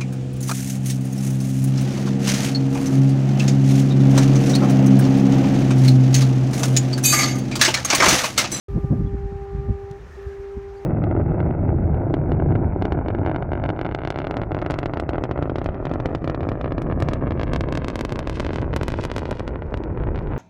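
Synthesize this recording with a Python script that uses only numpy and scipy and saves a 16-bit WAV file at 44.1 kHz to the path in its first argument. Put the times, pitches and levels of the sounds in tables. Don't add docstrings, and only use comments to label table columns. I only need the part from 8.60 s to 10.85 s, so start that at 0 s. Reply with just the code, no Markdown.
import sys
import numpy as np
from scipy import signal
from scipy.fft import rfft, irfft
from scipy.io import wavfile

SR = 44100
rng = np.random.default_rng(int(sys.argv[2]) if len(sys.argv) > 2 else 0)


def dump(signal):
    limited = np.clip(np.atleast_2d(signal).T, -1, 1)
    pcm = np.round(limited * 32767).astype(np.int16)
    wavfile.write(sys.argv[1], SR, pcm)


N = 99225
T, HZ = np.arange(N) / SR, np.fft.rfftfreq(N, 1 / SR)


def amp(db):
    return 10 ** (np.asarray(db) / 20)


def unit(x):
    return x / np.sqrt(np.mean(abs(x) ** 2) + 1e-20)


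def curves(table):
    times, *columns = np.transpose(table)
    return [np.interp(T, times, column) for column in columns]


def colour(points):
    hz, db = np.transpose(points)
    return amp(np.interp(np.log(HZ + 1), np.log(hz), db))


def shaped(x, gain):
    return unit(irfft(rfft(x) * gain, N))


def noise(gain):
    return shaped(rng.standard_normal(N), gain)


def band(low_hz, high_hz, order=4):
    return 1 / np.sqrt((1 + (low_hz / (HZ + 1e-3)) ** (2 * order)) * (1 + (HZ / high_hz) ** (2 * order)))


def drift(rate_hz):
    return noise(1 / (1 + (HZ / rate_hz) ** 4))


def fuzzy_tone(hz, width_hz):
    phase = 2 * np.pi * np.cumsum(hz) / SR
    return drift(width_hz) * np.sin(phase) + drift(width_hz) * np.cos(phase)


def fizz():
    end_s = .42
    return amp(-74.5) * np.clip((end_s - T) / .01, 0, 1) * noise(band(6950, 13000, order=2))


def water():
    # f/Hz, relative level/dB
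    ripple_colour = [(100, 6.5), (250, 1.5), (400, 6.5), (580, -0.5), (900, 0.5), (1300, -0.5), (1750, -4),
                     (2400, -8.5), (3300, -17), (4800, -20.5), (5800, -20), (6800, -23), (7700, -29),
                     (9600, -32.5), (10400, -38.5), (12000, -36.5), (16000, -42.5)]
    # t/s, body level/dB, treble level/dB
    ripple_levels = [(.1, -48.5, -48), (.38, -51.5, -50), (.5, -51, -51.5), (.8, -49, -49.5),
                     (1.2, -49.5, -50.5), (1.4, -49, -48), (1.55, -48, -45), (1.85, -48.5, -48),
                     (2.05, -49.5, -49.5), (2.25, -48, -48)]
    treble_hz, flicker_db, drops_per_s = 3500, 0.99, 200
    body_db, treble_db = curves(ripple_levels)
    spectrum, ripples = rfft(noise(colour(ripple_colour))), np.zeros(N)
    edges = np.geomspace(100, SR / 2, 15)
    for low, high in zip(edges, edges[1:]):
        treble_share = 1 / (1 + (treble_hz / high) ** 4)
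        db = body_db + treble_share * (treble_db - body_db) + flicker_db * drift(19)
        ripples += irfft(spectrum * (HZ >= low) * (HZ < high), N) * amp(db)
    drops = rng.random(N) < drops_per_s / SR
    sizes = amp(3.5 * np.minimum(rng.exponential(1, N), 2))
    spray = shaped(drops * sizes, band(4500, 12000, order=2))
    return ripples + spray * amp(treble_db - 32)


def whine():
    # t/s, f/Hz, level/dB
    path = [(1.5, 1797, -65), (1.54, 1790, -51), (1.57, 1809, -59.5), (1.66, 1743, -56.5),
            (1.73, 1597, -57.5), (1.8, 1704, -58), (1.9, 1770, -71.5)]
    hz, db = curves(path)
    return amp(db) * fuzzy_tone(hz, width_hz=110)


def birds():
    # t/s, length/s, top f/Hz, level/dB
    chirps = [(0.437, 0.044, 3387, -62.5), (2.147, 0.0387, 4640, -62)]
    pitch_bend, tail_s = 0.092, 0.084
    calls = np.zeros(N)
    for start, length, top_hz, db in chirps:
        arch = np.sin(np.pi * np.clip((T - start) / length, 0, 1))
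        hz = top_hz * (1 - pitch_bend * (1 - arch))
        calls += amp(db) * arch * fuzzy_tone(hz, width_hz=200)
    tail = rng.standard_normal(N) * amp(-60 * T / tail_s)
    return signal.fftconvolve(calls, tail / np.linalg.norm(tail))[:N]


def knock():
    # t/s, level/dB
    contacts = [(1.3114, -43), (1.3136, -47)]
    # f/Hz, relative level/dB
    tick_colour = [(300, -4), (1500, 9), (2500, 0), (3500, 0), (6000, 1.5), (9000, -11.5), (12000, -16),
                   (16000, -25)]
    decay_s, thump_s, thump_hz = 0.0017, 0.0056, 124
    loudness = sum(amp(db) * (T >= t) * np.exp(-abs(T - t) / decay_s) for t, db in contacts)
    since = T - contacts[-1][0]
    thump = amp(-23.5) * np.exp(-(since / thump_s) ** 2) * np.cos(2 * np.pi * thump_hz * since)
    return loudness * noise(colour(tick_colour)) - thump


def wind():
    # t/s, level/dB
    breeze = [(.08, -37), (.14, -27), (.28, -28), (.45, -24), (.56, -31.5), (.7, -36), (.88, -37.5),
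              (.97, -30), (1.12, -27.5), (1.2, -42.5), (1.4, -38.5), (1.58, -40), (1.7, -43.5), (1.88, -45),
              (2.05, -37.5), (2.25, -48)]
    # peak t/s, length/s, level/dB, brightness/(dB per octave)
    gusts = [(0.137, 0.054, -24.5, -3.5), (0.156, 0.014, -16.5, -0.5), (0.177, 0.027, -17.5, 5),
             (0.245, 0.012, -16, 2), (0.315, 0.021, -14.5, 3.5), (0.333, 0.015, -13.5, 5.5),
             (.365, 0.045, -20.5, 3.5), (0.409, 0.033, -17, -0.5), (0.455, 0.047, -19, -4.5),
             (.543, 0.018, -16.5, -0.5), (0.606, 0.048, -25, -6), (0.653, 0.023, -22, -6.5),
             (0.726, 0.015, -23, 4), (.76, 0.012, -26.5, -4), (0.82, 0.021, -27, 1.5),
             (.95, 0.021, -23, -4.5), (0.993, 0.018, -25, -6.5), (1.09, 0.014, -17, 1),
             (1.106, 0.021, -16.5, -5), (1.148, 0.016, -32, -11.5), (1.241, 0.017, -40, -10.5),
             (1.675, 0.02, -31.5, -5), (1.803, 0.0086, -33.5, -6.5), (1.977, 0.014, -23.5, 0.5)]
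    # low f/Hz, high f/Hz, level/dB at reference_db, growth/(dB per dB of wind)
    swirls = [(27, 74, -43.5, 1.85), (46.3, 74.6, -28.5, 0.76), (74.4, 130, -31, 1.22),
              (120, 172.7, -32.5, 1.44), (227, 282, -43, 1.82), (367, 480, -57.5, 1.78),
              (560, 850, -64.5, 1.32)]
    reference_db, pivot_hz, evenness = -23.5, 113, 0.71
    breeze_power = amp(curves(breeze)[0]) ** 2
    rumble = np.zeros(N)
    for low, high, db, growth in swirls:
        octaves = np.log2(np.sqrt(low * high) / pivot_hz)
        power = breeze_power.copy()
        for peak, length, gust_db, brightness in gusts:
            bump = np.exp(-(2 * (T - peak) / length) ** 2)
            power += amp(gust_db + brightness * octaves / growth) ** 2 * bump
        raw = signal.hilbert(noise(band(low, high, order=5)))
        evened = raw.real / (abs(raw) + 0.19) ** evenness
        swirl = shaped(evened, band(low / 2, high * 1.83))
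        rumble += swirl * amp(db + growth * (10 * np.log10(power) - reference_db))
    return irfft(rfft(rumble) * band(40, SR / 2, order=5), N)


def horn():
    # start t/s, end t/s, f/Hz
    blasts = [(0, 1.364, 396.8), (1.565, 2.4, 396.3)]
    # t/s, then level/dB of harmonics 1 to 4
    harmonic_levels = [(.1, -35.5, -55, -56.5, -72.5), (.28, -36.5, -48, -51.5, -69),
                       (.45, -36, -52.5, -55.5, -73), (.58, -34.5, -47.5, -66.5, -67.5),
                       (.85, -35, -44, -58.5, -65.5), (1.05, -34.5, -47.5, -54.5, -78.5),
                       (1.35, -36.5, -47.5, -61.5, -75), (1.6, -36, -55.5, -65.5, -75),
                       (1.97, -33.5, -53.5, -66.5, -63.5), (2.25, -38.5, -49.5, -61, -70)]
    attack_s, release_s, waver_hz = 0.018, .016, 0.28
    echo_db, echo_s, flutter_hz = -11.5, 4.4, 18
    out = np.zeros(N)
    for start, end, pitch in blasts:
        phase = 2 * np.pi * np.cumsum(pitch + waver_hz * drift(4.3)) / SR
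        rise = np.clip((T - start) / attack_s, 0, 1)
        since_end = np.maximum(T - end, 0)
        direct = rise * np.exp(-since_end / release_s)
        echo = rise * amp(echo_db - 60 * since_end / echo_s)
        for k, db in enumerate(curves(harmonic_levels), 1):
            flutter = (drift(flutter_hz) + 1j * drift(flutter_hz)) / np.sqrt(2)
            strength = direct + echo * flutter * (1 - 0.74 * direct)
            tone = np.exp(1j * (k * phase + 2 * np.pi * rng.random()))
            out += np.sqrt(2) * amp(db) * (strength * tone).real
    return out


def scene():
    return (horn() + wind() + water() + fizz() + birds() + whine() + knock())[None]


def record(dry):
    start_s, top_hz = .083, 15900
    fade_in = np.clip((T - start_s) / 0.0018, 0, 1)
    low_pass = signal.firwin(511, top_hz, window=("kaiser", 9), fs=SR)
    return signal.oaconvolve(dry * fade_in, low_pass[None], "same")


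dry = scene()
out = record(dry)
dump(out)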